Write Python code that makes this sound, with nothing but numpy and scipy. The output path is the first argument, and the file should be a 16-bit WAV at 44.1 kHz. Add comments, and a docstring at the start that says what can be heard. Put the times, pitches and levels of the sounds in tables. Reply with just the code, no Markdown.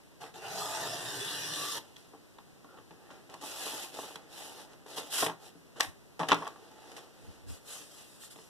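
"""A sliding trimmer cuts a sheet of card on a desk, under a camera in a quiet room.
First the blade is nudged in and rasps down its rail, parting fibres and drumming the plastic bed.
Then the pieces are dragged free with a hiss and the offcut is flicked away. The trimmer clatters
as it is lifted off; last, the sheet fans the air and glides back into place. Throughout, the camera
widens its stereo picture by subtracting each microphone, delayed, from the other."""
import sys
import numpy as np
from scipy import signal
from scipy.fft import rfft, irfft, next_fast_len
from scipy.io import wavfile
from scipy.ndimage import uniform_filter1d

SR = 44100
rng = np.random.default_rng(int(sys.argv[2]) if len(sys.argv) > 2 else 0)


def materialize(psi):
    """Save the field psi as 16-bit PCM at rate SR to the path in sys.argv[1].

    A 1-D psi becomes a single channel; in a 2-D psi each row is a channel.
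    """
    bounded = np.clip(np.atleast_2d(psi).T, -1, 1)
    quanta = np.round(bounded * 32767).astype(np.int16)
    wavfile.write(sys.argv[1], SR, quanta)


N = 374409
TIME = np.arange(N) / SR

# the blade's long stroke: t/s, drumming of the bed/dB, rasp of the fibres/dB
CUT_STROKE = [(0.42, -47, -53.5), (0.46, -42, -49.5), (0.59, -46.5, -40), (0.70, -46.5, -40),
              (0.848, -38.5, -40.5), (0.9, -44, -41.5), (1.06, -46, -42), (1.25, -47, -39),
              (1.38, -47, -40), (1.514, -48.5, -40), (1.604, -45.5, -38), (1.73, -50.5, -37),
              (1.78, -41, -39.5)]
# nudges before the stroke: t/s, length/s, speed peak/share of length, drumming/dB, rasp/dB
BLADE_NUDGES = [(.198, 0.13, 0.16, -47.5, -54.5), (.335, 0.12, 0.15, -48.5, -54)]
# tone of the cut at the far and near ends of the rail: f/Hz, level/dB
CUT_FAR_TONE = [(40, -19), (90, -14.5), (165, -1.5), (240, -24), (430, -3), (530, -13), (780, -2.5),
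                (1050, -17), (1250, -9.5), (2000, -2), (4300, -0.5), (6200, -1), (10000, -5.5),
                (14000, -10.5)]
CUT_NEAR_TONE = [(40, -39), (90, -6.5), (165, -1.5), (240, -11), (380, -4), (600, -7.5), (950, -7.5),
                 (1700, -13), (2300, -7.5), (3700, -2.5), (5000, -5.5), (6000, -7.5), (10000, -9),
                 (14000, -15.5)]
# desk, bed and rail speak as the slider passes: t/s, spread/s, f/Hz, half-width/Hz, level/dB
RAIL_RESONANCES = [(0.584, 0.05, 164, 13, -43), (1.4, 0.13, 164.7, 7.3, -48), (1.0, 0.35, 118, 8.6, -53),
                   (1.36, 0.73, 300, 19, -58), (0.574, 0.11, 431, 14, -47.5), (1.2, 0.091, 398, 28, -49.5),
                   (1.77, 0.042, 452, 24, -54), (0.47, 0.04, 790, 35, -48), (0.6, .07, 785, 45, -43.5),
                   (0.745, 0.096, 867, 66, -47.5), (0.55, 0.042, 660, 47, -49), (0.81, 0.21, 690, 66, -46),
                   (0.66, 0.096, 970, 17, -54), (0.667, 0.093, 1232, 37, -48),
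                   (1.253, 0.053, 3470, 59, -46), (1.15, 0.22, 1590, 41, -54),
                   (1.34, 0.47, 1760, 157, -48.5), (1.15, 0.05, 5700, 160, -56),
                   (1.5, 0.14, 5660, 320, -49), (1.63, 0.11, 1155, 50, -50.5), (1.62, 0.077, 3970, 90, -50),
                   (1.6, 0.09, 3600, 110, -51), (1.4, 0.25, 2860, 34, -55)]
# card and trimmer pushed over each other and the desk, then the big sheet over the bare desk:
# t/s, length/s, speed peak/share of length, drumming/dB, hiss/dB
CARD_SLIDES = [(2.63, 0.22, 0.61, -59, -76), (2.93, 0.34, 0.41, -61, -73), (3.4, 0.3, 0.22, -51, -43.5),
               (3.53, 0.44, 0.24, -48, -39.5), (3.77, 0.082, 0.89, -52, -44.5),
               (3.91, 0.31, 0.19, -49, -46), (4.27, 0.34, 0.43, -53.5, -47), (4.52, 0.16, 0.49, -53, -51.5),
               (4.62, 0.15, 0.78, -57.5, -65), (4.85, 0.44, 0.16, -52.5, -50.5),
               (4.955, 0.055, 0.48, -44.5, -38), (5.1, 0.085, 0.5, -56, -37),
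               (5.09, 0.205, 0.58, -47.5, -30.5), (5.38, 0.14, 0.59, -58, -54.5),
               (5.75, 0.052, 0.66, -47.5, -55), (6.18, 0.39, 0.5, -46.5, -55),
               (6.42, 0.5, 0.51, -58.5, -64.5), (6.73, 0.43, 0.43, -55, -59), (7.02, 0.47, 0.58, -62, -63)]
SHEET_GLIDES = [(7.46, 0.15, 0.32, -60, -51.5), (7.52, 0.24, .5, -67, -66), (7.68, 0.11, 0.4, -70, -51),
                (7.64, 0.21, 0.4, -59.5, -46), (7.74, 0.21, 0.37, -70, -54.5),
                (7.84, .26, 0.55, -63.5, -53.5), (8.0, 0.29, 0.35, -73, -58.5),
                (8.19, .12, 0.34, -76, -50.5), (8.295, .058, 0.36, -82, -52), (8.33, 0.28, 0.13, -68, -60)]
# card skids where it is touched or lands: t/s, decay/s, drumming/dB, hiss/dB
CARD_SCUFFS = [(1.785, 0.19, -62, -59.5), (1.96, 0.1, -66, -59.5), (2.905, 0.042, -56.5, -72),
               (3.104, 0.1, -52.5, -61.5), (3.295, 0.25, -55.5, -60.5), (3.41, .03, -51, -50),
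               (4.158, 0.57, -58, -67), (4.98, 0.042, -44, -45), (5.28, 0.026, -37, -46),
               (5.795, 0.018, -43, -40), (5.825, 0.03, -46, -39), (6.192, 0.032, -34.5, -45.5),
               (6.285, 0.04, -44, -43), (6.467, 0.011, -45, -48.5), (6.965, 0.019, -44.5, -44.5)]
# tone of card sliding on its face, whisked on its edge and gliding on the desk: f/Hz, level/dB
FACE_TONE = [(40, -37), (130, -14), (300, 0.5), (450, 1), (750, -14.5), (1100, -5.5), (1700, -1), (2400, 1),
             (3200, 2.5), (4600, 1.5), (7000, -2), (10500, -7.5), (14000, -24.5)]
EDGE_TONE = [(40, -7), (130, -2.5), (300, 5), (800, 6), (1200, -2), (1700, -4.5), (3300, -2.5),
             (4600, -6.5), (7000, -6.5), (10500, -6), (14000, -11)]
GLIDE_TONE = [(40, -12), (130, -11), (450, 8), (800, 1.5), (1500, -3), (2400, -4.5), (3300, -3),
              (4600, -4.5), (6000, -5), (8000, -3.5), (10300, -5.5), (14000, -12)]
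# hits on trimmer and desk: t/s, thud/dB, ring/dB, crack/dB, thud tilt and ring tilt/(dB per octave)
KNOCK_HITS = [(0.215, -53, -49, -44, 8, 2), (0.239, -44, -43, -38.5, 11, 0), (0.341, -52, -57, -43, 0, 0),
              (2.135, -46, -47, -66, 6, -5), (2.148, -46.5, -47, -64, 2, -7), (2.385, -71, -41, -46, -5, 2),
              (2.645, -48, -46, -55, 1, -3), (2.774, -64, -47, -53, 2, 2), (2.7851, -47, -46, -56, -6, 5),
              (2.908, -42.5, -48, -48, -6, 5), (3.104, -46, -43, -47, -2, 4), (3.293, -53, -45, -52, 3, -5),
              (3.3394, -46, -41, -58, -2, -10), (3.348, -48, -43, -58, 2, -7),
              (3.431, -43, -38.5, -46, 1, -5), (3.438, -46, -37, -46, 4, -2),
              (3.6666, -38.5, -31.5, -43, 18, -9), (3.733, -39, -37, -54, 2, -7),
              (3.9881, -39, -29.5, -48, 4, -5), (4.034, -49, -39.5, -46, 6, -8),
              (4.107, -48, -41.5, -56, 7, -14), (4.1573, -43, -39, -36, 3, -2),
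              (4.861, -43.5, -44.5, -63, 9, 2), (4.984, -36.5, -42, -38, 9, 4),
              (5.224, -28.5, -22, -22.5, 3.5, -7), (5.2305, -23, -18, -30, 4, 0),
              (5.263, -42, -26, -22, 7, -5), (5.2672, -28.5, -27, -23.5, 6, -8),
              (5.283, -40, -36, -46, -1, -10), (5.297, -40, -27, -37, -4, 3),
              (5.5516, -42, -63, -65, 1, -3), (5.7609, -48, -46.5, -56, 6, -2),
              (5.8033, -48, -22, -31, 7, 3.5), (5.819, -54, -42, -30, 4, 4), (5.847, -48, -35, -34, 4, 2),
              (6.199, -27, -31, -31, -5, -8), (6.202, -34, -26, -35, 6, -2), (6.211, -31, -26, -35, -8, 0),
              (6.217, -39, -24, -38, -2, -2), (6.231, -33, -24, -28, -3, -1),
              (6.242, -42, -33, -44, -3, -6), (6.2864, -38, -26, -31, 3, 11),
              (6.2942, -30, -22.5, -31, 7, 0), (6.302, -45, -24, -27, 3, 7), (6.311, -32, -27, -20, -6, 0),
              (6.318, -20, -8, -11, 4, -2), (6.3282, -23.5, -20, -19.5, 8.5, -4),
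              (6.343, -35, -30, -33, 11, 2), (6.347, -42, -29, -30, 2, 2), (6.421, -39, -30.5, -47, 8, -3),
              (6.43, -52, -34, -49, 2, -2), (6.455, -58, -38, -40, 0, 4), (6.468, -55, -30, -46, 2, -1),
              (6.475, -52, -33, -44, 0, -2), (6.559, -51, -45, -52, 9, 0), (6.9806, -56, -41, -44, 0, -16),
              (7.805, -49, -55, -60, 6, 0), (8.235, -64, -45, -48, 0, 9.5), (8.3587, -48, -50, -46, 9, -15),
              (8.3872, -48.5, -48, -44, 3, -3)]
# modes of the desk and of the plastic bed: f/Hz, level/dB, t60/s
DESK_MODES = [(120.4, -10.5, 0.22), (167, 0, 0.15), (290, -5.5, 0.07), (303.4, 1, 0.088), (400, -8, 0.07),
              (443.6, 0, 0.085)]
BED_MODES = [(557, -11.5, 0.05), (637, -6, 0.078), (708, -8.5, 0.08), (789, -1, 0.081), (869, 1, 0.062),
             (969, 2, 0.045), (1079, 2.5, 0.053), (1142, -2.5, 0.065), (1230, -7.5, 0.035),
             (1346, -8.5, 0.08), (1662, -6, 0.05), (1828, -6, 0.049), (2780, -20, 0.055), (3083, -15, 0.06),
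             (3570, -17, 0.04)]
# ticks of card edges and fingernails: t/s, level/dB
SNAP_HITS = [(1.275, -44), (1.966, -39), (3.298, -44), (3.340, -37.5), (3.344, -41), (3.412, -46),
             (4.157, -32.5), (4.161, -37), (4.733, -43), (4.864, -45), (5.803, -26), (5.8068, -9.5),
             (5.83, -31), (6.1936, -30.5), (6.2858, -22), (6.289, -22), (6.32, -34), (6.331, -25),
             (6.344, -24), (6.477, -34), (6.917, -38), (6.965, -37)]
# air fanned at the microphones by the sheet: t/s, level/dB, spread/s
AIR_PUFFS = [(5.883, -46, 0.013), (7.24, -53, 0.028), (7.296, -45, 0.013), (7.42, -59, 0.049),
             (7.512, -45, 0.028)]
# tone of a crack, a snap and the room's hush: f/Hz, level/dB
CRACK_TONE = [(60, -33), (300, -13), (1000, -2), (1600, 4), (2300, 13), (2800, 4.5), (3500, 7.5),
              (4600, -5.5), (6000, -7), (7500, -18), (11000, -24), (14000, -40)]
SNAP_TONE = [(40, -32), (100, -26), (400, 10.5), (1000, 0), (2000, 18), (3500, 11.5), (6000, 8),
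             (10000, 2.5), (14000, -4)]
HUSH_TONE = [(25, -12), (60, -6.5), (120, -1.5), (200, -2.5), (400, -5), (700, -11), (1100, -15),
             (2000, -18.5), (4000, -22), (8000, -26), (14000, -28)]
# overall tone with a narrow dip near 2.25 kHz and a softened top: f/Hz, level/dB
OUTPUT_EQ = [(60, -0.5), (1700, -1.5), (2000, -1), (2250, -3.5), (2500, -0.5), (2750, 0), (3300, -2),
             (4100, 0), (4450, 0.5), (5000, 0.5), (12000, 0.5), (14000, -4)]
# how alike left and right are for cut, card, hush and reflections: f/Hz, coherence
CUT_COHERENCE = [(100, 0.96), (400, 0.99), (900, 0.52), (1800, 0.54), (4000, 0.3), (8000, 0.043),
                 (14000, 0.072)]
CARD_COHERENCE = [(100, 0.72), (400, 0.97), (1000, 0.44), (1800, 0.5), (4000, 0.25), (8000, 0.065),
                  (14000, 0.092)]
HUSH_COHERENCE = [(50, 0.43), (300, 0.34), (1000, -0.073), (3000, -0.095), (14000, 0.036)]
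ROOM_COHERENCE = [(120, 1), (450, 0.71), (1000, 0.88), (2500, 0.24), (14000, 0.22)]
# the room's tail: f/Hz, t60/s
ROOM_DECAY = [(120, 0.46), (500, 0.19), (1000, 0.28), (3000, 0.19), (8000, 0.099), (14000, 0.17)]
# stereo widening: f/Hz, share of the other microphone that is subtracted
WIDENING = [(100, 0.75), (1000, 0.59), (2250, 0.9), (4500, 0.45), (6700, 0.2), (9000, 0.11), (14000, 0.025)]
# the slider's ping: f/Hz, level/dB, t60/s
SLIDER_MODES = [(3280, 0, 0.063)]


def blade():
    """The blade parts fibres; bed and rail ring differently as it travels from far end to near end."""
    grit = paired(fibres(per_s=16000, spread_db=1, clump_db=1.3, clump_hz=160), CUT_COHERENCE)
    grit = wander(grit, depth_db=3.7, patch_frames=22)
    far, near = body_and_hiss(grit, CUT_FAR_TONE), body_and_hiss(grit, CUT_NEAR_TONE)
    travel = np.clip((TIME - .8) / 0.14, 0, 1)
    body, rasp = (1 - travel) * far + travel * near
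    drumming, rasping = np.hypot(stroke(), rubbed(BLADE_NUDGES, push))
    # the slider's chatter rings the rail only while it moves
    chatter = paired(rng.standard_normal((2, N)), CUT_COHERENCE)
    moving = np.clip(rasping / gain_of(-41.5), 0, 1)
    rail = sum(gain_of(db) * swell(s, spread) * resonance(chatter, hz, 2 * half_width)
               for s, spread, hz, half_width, db in RAIL_RESONANCES)
    return body * drumming * gain_of(-2) + rasp * rasping * gain_of(-1) + moving * rail


def stroke(bite_s=0.013, run_out_s=0.014):
    """Drumming and rasp envelopes as the blade bites, cuts and runs out of the sheet."""
    s, *levels = np.transpose(CUT_STROKE)
    inside = np.clip(np.minimum((TIME - s[0]) / bite_s, (s[-1] - TIME) / run_out_s) + 1, 0, 1)
    return inside * gain_of([np.interp(TIME, s, db) for db in levels])


def card():
    """Card rubs over plastic and desk; on its edge it hisses brightly and hardly drums."""
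    grit = paired(fibres(per_s=6000, spread_db=1, clump_db=1.17, clump_hz=88), CARD_COHERENCE)
    grit = wander(grit, depth_db=2.2, patch_frames=14)
    drumming, hissing = np.hypot(rubbed(CARD_SLIDES, push), rubbed(CARD_SCUFFS, skid))
    face, edge = body_and_hiss(grit, FACE_TONE), body_and_hiss(grit, EDGE_TONE)
    on_edge = hissing / (hissing + 0.54 * drumming + 1e-12)
    body, hiss = (1 - on_edge) * face + on_edge * edge
    hollow_bed = gain_of(-17) * resonance(grit, hz=769, width_hz=65) + gain_of(-8) * catches()
    # a finger rubs the plastic and rings it faintly
    finger = gain_of(-66) * push(start_s=2.63, length_s=.2, peak_share=.5)
    squeak = finger * resonance(grit, hz=1390, width_hz=320)
    return (body + hollow_bed) * drumming + hiss * hissing + squeak


def catches():
    """The card's edge catches at random, each bump ringing the plastic bed; rms one."""
    bumps = fibres(per_s=70, spread_db=2, clump_db=1, clump_hz=10)[:1]
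    t = np.arange(SR // 10) / SR
    bed = ring(BED_MODES, t, rise_s=0.00059, scatter_db=5.5, width=0.53, tilt_db=-7)
    return evened(signal.oaconvolve(bumps, bed, axes=1)[:, :N])


def sheet():
    """The big sheet skims the bare desk with a fine, airy hiss."""
    grit = paired(fibres(per_s=12000, spread_db=1, clump_db=1, clump_hz=49.5), CARD_COHERENCE)
    grit = wander(grit, depth_db=2.5, patch_frames=24)
    body, hiss = body_and_hiss(grit, GLIDE_TONE)
    drumming, hissing = rubbed(SHEET_GLIDES, push)
    return lean_left(body * drumming + hiss * hissing, db=.5)


def fibres(per_s, spread_db, clump_db, clump_hz):
    """Tiny snaps of uneven size that come in clumps as the contact sticks and slips."""
    size = gain_of(spread_db * np.minimum(rng.exponential(1, (2, N)), 5))
    grains = size * rng.choice([-1, 1], (2, N)) * (rng.random((2, N)) < per_s / SR)
    lowpass = signal.butter(2, clump_hz, fs=SR, output="sos")
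    clumps = evened(signal.sosfilt(lowpass, rng.standard_normal(N)))
    return evened(grains * gain_of(clump_db * clumps))


def wander(x, depth_db, patch_frames):
    """Upper resonances swell and fade as the contact point travels; the bass stays steady."""
    hz, _, spectrum = signal.stft(x, SR, nperseg=512, noverlap=384)
    patches = uniform_filter1d(rng.standard_normal(spectrum.shape[1:]), patch_frames, axis=1)
    patches = evened(uniform_filter1d(patches, 2, axis=0))
    depth = depth_db * np.clip(hz / 1800, 0, 1)[:, None]
    swells = gain_of(depth * patches)
    swells /= np.sqrt(np.mean(swells ** 2, axis=1, keepdims=True))
    return evened(signal.istft(spectrum * swells, nperseg=512, noverlap=384)[1][:, :N])


def body_and_hiss(grit, tone):
    """Shapes friction grit and splits it into low drumming and high hiss, each of rms one."""
    friction = coloured(grit, tone)
    body = signal.sosfiltfilt(signal.butter(2, 1500, fs=SR, output="sos"), friction)
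    return np.array([evened(body), evened(friction - body)])


def push(start_s, length_s, peak_share):
    """Friction envelope of one move: it grows and fades with the speed of the hand."""
    peak_s = length_s * np.clip(peak_share, .05, .95)
    progress = np.interp(TIME - start_s, [0, peak_s, length_s], [0, .5, 1])
    speed = np.sin(np.pi * progress).clip(0)
    return speed ** 1.36


def skid(start_s, decay_s, attack_s=0.0039):
    """Friction envelope of a brief contact: a quick attack, then it dies away."""
    t = np.maximum(TIME - start_s, 0)
    return np.minimum(t / attack_s, 1) * np.exp(-t / decay_s)


def rubbed(moves, shape):
    """Drumming and hiss envelopes of a table of moves; their powers add."""
    power = np.zeros((2, N))
    for *timing, drumming_db, hiss_db in moves:
        power += (gain_of([[drumming_db], [hiss_db]]) * shape(*timing)) ** 2
    return np.sqrt(power)


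def knocks():
    """Each knock cracks, rings the plastic bed and, more slowly, moves the desk."""
    out, t = np.zeros((2, N)), np.arange(SR // 5) / SR
    for s, thud_db, ring_db, crack_db, thud_tilt, ring_tilt in KNOCK_HITS:
        thud = ring(DESK_MODES, t, rise_s=0.0029, scatter_db=3.5, width=0.067, tilt_db=thud_tilt)
        bed = ring(BED_MODES, t, rise_s=0.0007, scatter_db=1.5, width=0.39, tilt_db=ring_tilt)
        contact = crack(t, CRACK_TONE, rise_s=.0005, decay_s=.0026, tail_db=-10, tail_s=.01, width=.51)
        add(out, s, gain_of(thud_db) * thud + gain_of(ring_db) * bed + gain_of(crack_db) * contact)
    ping = ring(SLIDER_MODES, t, rise_s=.0004, scatter_db=0, width=0.35)
    add(out, 1.962, gain_of(-47.5) * ping)  # the slider is let go
    return lean_left(out, db=.8)


def snaps():
    """Card edges and fingernails snap: bright ticks with no ring."""
    out, t = np.zeros((2, N)), np.arange(SR // 10) / SR
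    for s, db in SNAP_HITS:
        tick = crack(t, SNAP_TONE, rise_s=.0004, decay_s=.0009, tail_db=-9, tail_s=.0043, width=.8)
        add(out, s, gain_of(db) * tick)
    return out


def ring(modes, t, rise_s, scatter_db, width, tilt_db=0):
    """One blow on a set of modes, peak one; where it lands sets the strength and phase of each."""
    hz, db, t60 = np.transpose(modes)[:, :, None]
    strength, detune, phase, stereo_phase = rng.standard_normal((4, len(modes), 1))
    angle = 2 * np.pi * hz * (1 + 0.0022 * detune) * t + 1.07 * phase
    attack = 1 - np.exp(-t / rise_s)
    jolt = 1 + 1.6 * np.exp(-t / 0.0035)  # the first swing is stronger than the ring it leaves
    mode_db = db + tilt_db * np.log2(hz / hz[0]) + scatter_db * strength
    envelope = gain_of(mode_db - 60 * t / t60) * attack * jolt
    x = np.array([(envelope * np.sin(angle + side * width * stereo_phase)).sum(0) for side in (-1, 1)])
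    return x / abs(x).max()


def crack(t, tone, rise_s, decay_s, tail_db, tail_s, width):
    """A short burst of contact noise with a weaker chatter behind it, peak one."""
    mid, side = rng.standard_normal((2, len(t)))
    attack = 1 - np.exp(-t / rise_s)
    envelope = attack * (np.exp(-t / decay_s) + gain_of(tail_db) * np.exp(-t / tail_s))
    x = coloured(np.array([mid + width * side, mid - width * side]) * envelope, tone)
    return x / abs(x).max()


def room(x, early_db, late_db):
    """Reflections from the desk and things on it, then a short tail that dies faster in the treble."""
    size = SR // 2
    hz, frame_s, noise = signal.stft(rng.standard_normal((2, size)), SR, nperseg=256)
    decay = gain_of(-60 * frame_s / curve_at(ROOM_DECAY, hz)[:, None])
    tail = signal.istft(noise * decay, SR, nperseg=256)[1][:, :size]
    t = np.arange(size) / SR
    tail *= np.clip(t / 0.011, 0, 1)
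    early = rng.standard_normal((2, size)) * (rng.random((2, size)) < .02)
    early *= (t > .003) * np.exp(-t / 0.026)
    response = (gain_of(early_db) * evened(early) + gain_of(late_db) * evened(tail)) / np.sqrt(size)
    return signal.fftconvolve(x, paired(response, ROOM_COHERENCE), axes=1)[:, :N]


def air():
    """The hush of the room, and soft low puffs when the sheet fans the microphones."""
    noise = paired(rng.standard_normal((2, N)), HUSH_COHERENCE)
    hush = gain_of(-57.5) * evened(coloured(noise, HUSH_TONE))
    gusts = sum(gain_of(db) * swell(s, spread) for s, db, spread in AIR_PUFFS)
    eddies = coloured(rng.standard_normal((2, N)),
                      tone=[(25, -17), (80, 6), (130, -5.5), (300, -12), (1500, -62)])
    return lean_left(hush, db=.4) + gusts * evened(eddies)


def gain_of(db):
    """Decibels to amplitude."""
    return np.exp(np.asarray(db) * (np.log(10) / 20))


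def evened(x):
    """Scales to an rms of one."""
    return x / np.sqrt(np.mean(x ** 2) + 1e-20)


def lean_left(x, db):
    """Pans by lifting the left channel and lowering the right."""
    return x * gain_of([[db], [-db]])


def swell(centre_s, spread_s):
    """A bell-shaped fade in and out."""
    return np.exp(-.5 * ((TIME - centre_s) / spread_s) ** 2)


def curve_at(points, hz):
    """Joins (f/Hz, value) points on a log-frequency axis."""
    f, value = np.transpose(points)
    return np.interp(np.log(hz + 1), np.log(f + 1), value)


def add(mix, s, sound):
    """Drops a stereo sound into the mix at time s."""
    part = mix[:, round(s * SR):][:, :sound.shape[1]]
    part += sound[:, :part.shape[1]]


def coloured(x, tone):
    """Minimum-phase EQ through (f/Hz, level/dB) points."""
    log_gain = np.log(gain_of(curve_at(tone, abs(np.fft.fftfreq(2048, 1 / SR)))))
    taps = np.fft.ifft(np.exp(np.conj(signal.hilbert(log_gain)))).real[:1024]
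    return signal.oaconvolve(x, taps[None], axes=1)[:, :x.shape[1]]


def resonance(x, hz, width_hz):
    """Two passes of a narrow band filter give a steep-sided resonance, rms one."""
    b, a = signal.iirpeak(hz, hz / width_hz, fs=SR)
    return evened(signal.lfilter(b, a, signal.lfilter(b, a, x)))


def paired(x, coherence):
    """Turns two unrelated signals into a microphone pair of given coherence."""
    size = next_fast_len(x.shape[1])
    a, b = rfft(x, size)
    alike = np.clip(curve_at(coherence, np.fft.rfftfreq(size, 1 / SR)), -.99, .99)
    mid, side = a * np.sqrt((1 + alike) / 2), b * np.sqrt((1 - alike) / 2)
    return irfft(np.array([mid + side, mid - side]), size)[:, :x.shape[1]]


def scene():
    """Friction and blows in the room, over its hush."""
    rubbing = blade() + card() + sheet()
    blows = knocks() + snaps()
    blow_echoes = room(blows, early_db=-17, late_db=-14)
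    rub_echoes = room(rubbing, early_db=-11.5, late_db=-12.5)
    return rubbing + rub_echoes + blows + blow_echoes + air()


def record(dry):
    """Each channel loses a delayed, dulled copy of the other; then the output EQ and a high cut."""
    delay_samples, high_cut_hz = 19.5, 14500
    size = next_fast_len(N + SR // 10)
    hz, spectrum = np.fft.rfftfreq(size, 1 / SR), rfft(dry, size)
    delay = np.exp(-2j * np.pi * hz * delay_samples / SR)
    crossfeed = np.clip(curve_at(WIDENING, hz), 0, 1) * delay * spectrum[::-1]
    wide = irfft((spectrum - crossfeed) * gain_of(curve_at(OUTPUT_EQ, hz)), size)[:, :N]
    high_cut = signal.firwin(511, high_cut_hz, window=("kaiser", 9), fs=SR)
    return signal.oaconvolve(wide, high_cut[None], "same")


dry = scene()
out = record(dry)
materialize(out)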